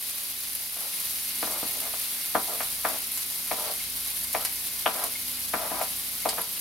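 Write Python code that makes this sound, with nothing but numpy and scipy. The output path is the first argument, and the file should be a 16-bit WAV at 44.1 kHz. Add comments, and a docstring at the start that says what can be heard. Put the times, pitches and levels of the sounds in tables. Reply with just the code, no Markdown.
"""A steady, crackling sizzle: potatoes and vegetables fry in oil in a pan on a kitchen stove.
Water bursts from the food in tiny bubbles and the pan rings faintly, with sharp pops of oil and one
bright clack. A wooden spatula knocks on a cutting board held over the pan and scrapes food off it by
stick-slip friction; the first batch makes the oil surge. Oil and board reflect off a hard surface
3 ms later and reverberate in the small room. An appliance hums underneath."""
import sys
import numpy as np
from scipy import signal
from scipy.fft import rfft, irfft
from scipy.io import wavfile

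SR = 44100
rng = np.random.default_rng(int(sys.argv[2]) if len(sys.argv) > 2 else 0)


def to_wav(s):
    """Save 16-bit WAV."""
    ch = np.atleast_2d(s).T  # columns
    pcm = np.round(np.clip(ch, -1, 1) * 32767)  # PCM
    wavfile.write(sys.argv[1], SR, pcm.astype(np.int16))


N = 291192
TIME = np.arange(N) / SR

# spectra of the oil's fine fizz and coarser spatter: (frequency [Hz], relative level [dB])
FIZZ_SPECTRUM = [(7500, -25.5), (8500, -19.5), (9400, -2), (10800, -1.5), (11900, 1), (13200, -4),
                 (15800, -8)]
SPATTER_SPECTRUM = [(250, -18), (500, -9), (700, -7.5), (1100, -6), (1500, -6), (1900, -4.5), (2600, -3.5),
                    (4700, 2), (6400, -1), (8400, 2.5), (9800, 4), (16000, -35)]
# sharp pops of oil and one bright clack: (time [s], source level [dB], spatter relative to fizz [dB])
POPS_AND_CLACK = [(0.5507, -25.5, -12), (2.887, -27, -14), (3.1185, -29.5, -16), (3.175, -27, -1),
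                  (4.3303, -25, -10), (4.4504, -21, -2.5), (5.0391, -24.5, -7), (6.2903, -22, 8),
                  (6.414, -25.5, -12)]
# fat bubbles that ring the pan: (time [s], level [dB])
FAT_BUBBLES = [(2.251, -39), (3.803, -36), (5.155, -31.5), (6.228, -35)]
# spatula landings: (time [s], drive level [dB], contact cutoff [Hz], thump relative to drive [dB])
SPATULA_KNOCKS = [(.7646, -27, 950, -23), (1.426, -11.5, 1200, -17.5), (1.4712, -19.5, 1140, -17),
                  (1.626, -20, 960, -9.5), (1.9351, -25.5, 1350, -29), (2.3494, -5.5, 1300, -17),
                  (2.6033, -14.5, 1540, -27), (2.8479, -9.5, 1670, -22), (3.5113, -14, 1850, -19.5),
                  (4.3464, -12, 2130, -22), (4.8594, -8, 3720, -21), (5.5363, -10.5, 1560, -17),
                  (5.7131, -19.5, 1130, -12.5), (5.8111, -15.5, 1600, -23), (6.2545, -8.5, 1050, -20),
                  (6.3268, -23, 1250, -34), (6.3797, -18.3, 1360, -21)]
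# spatula strokes along the board: (start [s], end [s], level [dB], friction cutoff [Hz])
SPATULA_STROKES = [(0.791, 0.87, -47.5, 1200), (1.486, 1.596, -39, 850), (1.647, 1.796, -45.5, 450),
                   (1.8, 1.888, -43, 1000), (2.46, 2.564, -38.5, 770), (2.875, 2.969, -39, 1200),
                   (3.562, 3.714, -38, 960), (4.385, 4.433, -41.5, 1100), (4.927, 5.061, -36, 1300),
                   (5.554, 5.676, -36.5, 1110), (5.686, 5.824, -35.5, 1270), (6.354, 6.406, -37.5, 1480)]
# spectra of the board's dead thud and of its low flexing thump: (frequency [Hz], relative level [dB])
THUD_SPECTRUM = [(90, -18), (170, -19), (270, -11), (380, -10), (620, 6.5), (850, 1), (1300, -0.5),
                 (2200, 1), (3500, -3.5), (6000, -26), (12000, -44)]
FLEX_SPECTRUM = [(60, -21), (130, -12), (180, -4.5), (290, 3), (400, 0), (900, -28.5), (4000, -83)]
# normal modes of the board: (frequency [Hz], relative level [dB], t60 [s])
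BOARD_MODES = [(193, -36, 0.48), (270.4, -35.5, .35), (443.6, -24.5, 0.28), (594, -21.5, 0.11),
               (661, -25.5, 0.26), (693, -12.5, 0.064), (772, -29.5, 0.47), (761, -22, 0.16),
               (860, -16.5, 0.045), (989, -22.5, 0.28), (1060, -69, 0.1), (1109, -17.5, 0.11),
               (1205, -18, 0.14), (1362, -18.5, 0.13), (1360, -53, .13), (1663, -14.5, 0.053),
               (2240, -26, 0.25)]
# the board's direct sound and early reflections: (delay [s], left gain [ratio], right gain [ratio])
BOARD_PATHS = [(0, 0.63, 0.66), (.0031, 2, 1), (.0059, 0.27, 0.76), (.0098, -0.34, -0.2),
               (0.0109, 0.9, -0.38), (0.0169, 0.76, 0.46)]
# reverberation time of the kitchen: (frequency [Hz], t60 [s])
ROOM_DECAY = [(200, 0.24), (600, 0.24), (1500, 0.26), (4000, 0.19), (14000, 0.047)]
# partials of the motor hum: (frequency [Hz], level [dB])
HUM_PARTIALS = [(89.3, -63.5), (179, -65.5), (248, -60)]
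# spectrum of the kitchen's rumble: (frequency [Hz], relative level [dB])
RUMBLE_SPECTRUM = [(20, -42), (33, -28), (45, 6), (60, 3), (75, -7), (140, 2), (270, 1.5), (380, -4),
                   (700, -4.5), (1500, -10), (4000, -43)]
# growth of hum, drone and rumble: (time [s], gain [dB])
BACKGROUND_RISE = [(0, -6), (1.2, -2), (2.2, -2.6), (5.5, 0)]

FIZZ_DB, SPATTER_DB = -33.5, -37.5  # before the surge
FOOD_S, SURGE_S, SURGE_DB, SETTLE_S = 0.77, 0.23, 2.5, 4.5  # onset, rise time, height, decay constant
SPATTER_SURGE_SHARE, FIZZ_WIDTH = .85, .42
PAN_HZ, PAN_UPPER_HZ, PAN_T60 = 2154, 2410, .06
GRIP_S, BRIGHTEN_DB = .018, 5  # a stroke's fade at each end, and its rise in treble
DRONE_HZ, DRONE_DB, WAVER_DEPTH, WAVER_HZ = 59.8, -61.5, 0.97, 1.9
ECHO_S = .0031  # reflection from the hard surface


def sizzle(patches=7):
    """Shot noise: water bursts in flurries of bubbles, each patch of pan with its own pitch and echo."""
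    fizz, spatter = np.zeros((2, 2, N))
    flurry_db = .25 * drift(hz=22)
    pitches = np.geomspace(2500, 14500, patches)
    for hz, place in zip(pitches, rng.permutation(np.linspace(-1, 1, patches))):
        bubbles = signal.lfilter(*signal.iirpeak(hz, 2, SR), crackle(per_s=1500, spread_db=3.5, cap=6.2))
        snaps = crackle(per_s=380, spread_db=3.2, cap=5)  # the sharpest bursts cover all pitches
        bursts = (0.8 * unit_rms(bubbles) + unit_rms(snaps)) * gain_of(flurry_db + 1.54 * drift(hz=34.4))
        add(bursts, ECHO_S + .0005 * place, 0.48 * bursts)
        fizz += oil_path(bursts, FIZZ_SPECTRUM, wet=.7, width=FIZZ_WIDTH)
        spatter += oil_path(bursts, SPATTER_SPECTRUM, wet=1.09, width=1.124)
    fizz = unit_rms(fizz) * gain_of(FIZZ_DB + surge())
    spatter = unit_rms(spatter) * gain_of(SPATTER_DB + SPATTER_SURGE_SHARE * surge())
    return fizz * leftward(db=-1.0) + spatter * leftward(db=2.5)


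def surge():
    """Exponential relaxation: fresh food quickly lifts the oil's level, in dB, which then settles."""
    age = np.maximum(TIME - FOOD_S, 0)
    return SURGE_DB * np.minimum(age / SURGE_S, 1) * np.exp(-np.maximum(age - SURGE_S, 0) / SETTLE_S)


def pops_and_clack():
    """Transients: sharp pops of oil and one bright clack, each a fast-decaying noise reflected once."""
    fine, coarse = np.zeros((2, N))
    t = TIME[:2048]
    onset = round(.005 * SR)  # the first 5 ms set the level
    for s, level_db, spatter_db in POPS_AND_CLACK:
        snap, body = rng.standard_normal((2, len(t)))
        snap = signal.lfilter(*signal.butter(2, 13500, fs=SR), snap)
        snap *= np.exp(-t / 0.00083) + 0.057 * np.exp(-t / 0.0053)
        body *= np.exp(-t / .0005) + .15 * np.exp(-t / .012)
        size = gain_of(level_db) / np.hypot(1, gain_of(spatter_db))
        for delay, gain in (0, .8), (ECHO_S, .65):
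            add(fine, s + delay, gain * size * snap / snap[:onset].std())
            add(coarse, s + delay, gain * size * gain_of(spatter_db) * body / body[:onset].std())
    fizz = oil_path(fine, FIZZ_SPECTRUM, wet=1.0, width=FIZZ_WIDTH)
    return fizz + oil_path(coarse, SPATTER_SPECTRUM, wet=0.77, width=1)


def oil_path(bursts, spectrum, wet, width):
    """Linear filtering by the oil's spectrum and the room; width scales the stereo difference."""
    path = wet * room(delay=0.0022)
    path[:, 0] += 1  # direct sound
    mid = path.mean(0)
    path = convolve(mid + width * (path - mid), pulse(spectrum))
    return convolve(bursts, path / np.linalg.norm(path.mean(0)))


def pan_ring():
    """Resonance: small bubbles excite two modes of the pan; fat ones strike the lower mode alone."""
    t = TIME[:8000]
    lower = mode(PAN_HZ, PAN_T60, t)
    upper = mode(PAN_UPPER_HZ, PAN_T60, t)
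    damped = (lower + 0.6 * upper) * np.exp(-t / 0.059)  # food lying on the metal damps it
    bubbles = crackle(per_s=700, spread_db=3.5, cap=1.7) * gain_of(2.0 * surge())
    ringing = gain_of(-54.0) * unit_rms(convolve(bubbles, damped))
    for s, level_db in FAT_BUBBLES:
        add(ringing, s, gain_of(level_db) * lower)
    return (ringing + 0.17 * convolve(ringing, room(delay=0.0093))) * leftward(db=3.5)


def knocks():
    """Impact: the spatula pushes, rebounds and flexes the board; softer contact gives a duller knock."""
    blows, flex = np.zeros((2, N))
    jitters = rng.uniform(-0.79, 1, len(SPATULA_KNOCKS))
    for (s, drive_db, cutoff_hz, thump_db), jitter in zip(SPATULA_KNOCKS, jitters):
        contact = signal.lfilter(*signal.butter(2, cutoff_hz, fs=SR), signal.unit_impulse(512))
        push = gain_of(drive_db) * contact
        add(blows, s, push)
        add(blows, s + 0.00037 + 0.0003 * jitter, -.45 * push)  # the blade springs off
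        add(flex, s + ECHO_S, gain_of(drive_db + thump_db) * pulse(FLEX_SPECTRUM))
    clack = board(blows, ring_db=-4.5, wet=.75)
    thump = flex + 0.49 * convolve(flex, room(delay=0.0035)[0])
    return clack + thump * leftward(db=2.5)


def scrapes():
    """Stick-slip friction: wood on the board gives a run of tiny blows, brightening along each stroke."""
    slips = crackle(per_s=1500, spread_db=1.6, cap=3) * gain_of(1.4 * drift(hz=90))
    blows = np.zeros(N)
    for start, end, level_db, cutoff_hz in SPATULA_STROKES:
        t = TIME[:round((end - start) * SR)]
        rub = signal.lfilter(*signal.butter(2, cutoff_hz, fs=SR), slips[round(start * SR):][:len(t)])
        low = signal.lfilter(*signal.butter(1, cutoff_hz, fs=SR), rub)
        contact = np.minimum(np.minimum(t, t[-1] - t) / GRIP_S, 1)
        treble_gain = gain_of(BRIGHTEN_DB * t / t[-1])
        add(blows, start, gain_of(level_db) * unit_rms(contact * (low + treble_gain * (rub - low))))
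    return unit_rms(board(blows, ring_db=-2.5, wet=0.94)) * blows.std()


def board(blows, ring_db, wet):
    """Impulse response: each blow gives ringing modes and a thud that near surfaces and room return."""
    t = TIME[:16000]
    thud = pulse(THUD_SPECTRUM)
    path = np.zeros((2, len(t)))
    for delay, left, right in BOARD_PATHS:
        add(path, delay, np.outer([left, right], thud))
    modes = sum((-1) ** k * gain_of(db) * mode(hz, t60, t) for k, (hz, db, t60) in enumerate(BOARD_MODES))
    add(path, .003, gain_of(ring_db) * modes * leftward(db=-2))
    tail = convolve(thud, room(delay=0.0044))
    # long waves reach both sides in phase
    side = signal.sosfilt(signal.butter(1, 750, "high", fs=SR, output="sos"), tail - tail.mean(0))
    add(path, 0, wet * (tail.mean(0) + 1.1 * side) * leftward(db=5))
    return convolve(blows, path)


def room(delay, spacing=4, size=16000):
    """Diffuse reverberation: random reflections, each band dying at its own rate; energy 1 a channel."""
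    signs = rng.choice([-1., 1.], (2, size))
    taps = signs * (rng.random((2, size)) < 1 / spacing) * (TIME[:size] > delay)
    hz, t, bands = signal.stft(taps, SR, nperseg=256)
    decay = gain_of(-60 * t / curve_at(ROOM_DECAY, hz)[:, None])
    tail = signal.istft(bands * decay, SR, nperseg=256)[1]
    return tail / np.linalg.norm(tail, axis=1, keepdims=True)


def appliance():
    """Amplitude and phase modulation: a motor hum and a low drone waver over the kitchen's rumble."""
    hum = np.zeros(N)
    for hz, db in HUM_PARTIALS:
        phase = 2 * np.pi * hz * TIME + 0.7 * drift(hz=3.6)
        hum += gain_of(db + 2 * drift(hz=2.9)) * np.sqrt(2) * np.sin(phase)
    waver = 1 + WAVER_DEPTH * (drift(WAVER_HZ) + 1j * drift(WAVER_HZ))
    drone = gain_of(DRONE_DB) * unit_rms((waver * np.exp(2j * np.pi * DRONE_HZ * TIME)).real)
    air = rng.standard_normal(N) + 0.4 * rng.standard_normal((2, N))
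    rumble = gain_of(-55.5) * unit_rms(convolve(air, pulse(RUMBLE_SPECTRUM, size=16384)))
    rise = gain_of(np.interp(TIME, *np.transpose(BACKGROUND_RISE)))
    return (drone + hum + rumble) * rise * leftward(db=5.0)


def mode(hz, t60, t):
    """Damped oscillation: a sine that falls 60 dB in t60 seconds."""
    return np.exp(-np.log(1000) * t / t60) * np.sin(2 * np.pi * hz * t)


def crackle(per_s, spread_db, cap):
    """Poisson process: random clicks, mostly small, spanning spread_db times cap decibels."""
    size = gain_of(spread_db * np.minimum(rng.exponential(1, N), cap))
    return size * rng.choice([-1, 1], N) * (rng.random(N) < per_s / SR)


def drift(hz):
    """Low-pass noise: a random fluctuation of rms 1, with rates up to about hz."""
    steps = rng.standard_normal(2048)
    rates = np.fft.rfftfreq(len(steps), TIME[-1] / len(steps))
    slow = irfft(rfft(steps) * np.exp(-(rates / hz) ** 2))
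    return np.interp(TIME, np.linspace(0, TIME[-1], len(steps)), unit_rms(slow))


def pulse(spectrum, size=4096):
    """Minimum phase: the shortest causal pulse with this spectrum, peak 1."""
    hz = abs(np.fft.fftfreq(size, 1 / SR))
    log_gain = np.log(gain_of(curve_at(spectrum, hz)))
    wave = np.fft.ifft(np.exp(np.conj(signal.hilbert(log_gain)))).real[:size // 2]
    return wave / abs(wave).max()


def curve_at(points, hz):
    """Interpolation on a log-frequency axis."""
    f, value = np.transpose(points)
    return np.interp(np.log(hz + 1), np.log(f + 1), value)


def convolve(x, response):
    """Convolution with a response of one or two channels."""
    return signal.oaconvolve(np.atleast_2d(x), np.atleast_2d(response), axes=1)[:, :N]


def add(mix, s, sound):
    """Superposition of a sound on the mix at time s."""
    part = mix[..., max(round(s * SR), 0):][..., :sound.shape[-1]]
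    part += sound[..., :part.shape[-1]]


def leftward(db):
    """Level difference: gains that favour the left channel by db."""
    return gain_of([[db / 2], [-db / 2]])


def gain_of(db):
    """Amplitude ratio from decibels."""
    return 10 ** (np.asarray(db) / 20)


def unit_rms(x):
    """Normalisation to rms 1."""
    return x / np.sqrt(np.mean(x ** 2) + 1e-20)


def scene():
    """Superposition: the pressures from oil, pan, board and appliance add."""
    return sizzle() + pops_and_clack() + pan_ring() + knocks() + scrapes() + appliance()


def record(dry):
    """Band limiting: the sound passes between 40 Hz and 15850 Hz."""
    low_cut = signal.sosfilt(signal.butter(4, 40, "high", fs=SR, output="sos"), dry)
    low_pass = signal.firwin(511, 15850, window=("kaiser", 9), fs=SR)
    return signal.oaconvolve(low_cut, low_pass[None], "same")


dry = scene()
out = record(dry)
to_wav(out)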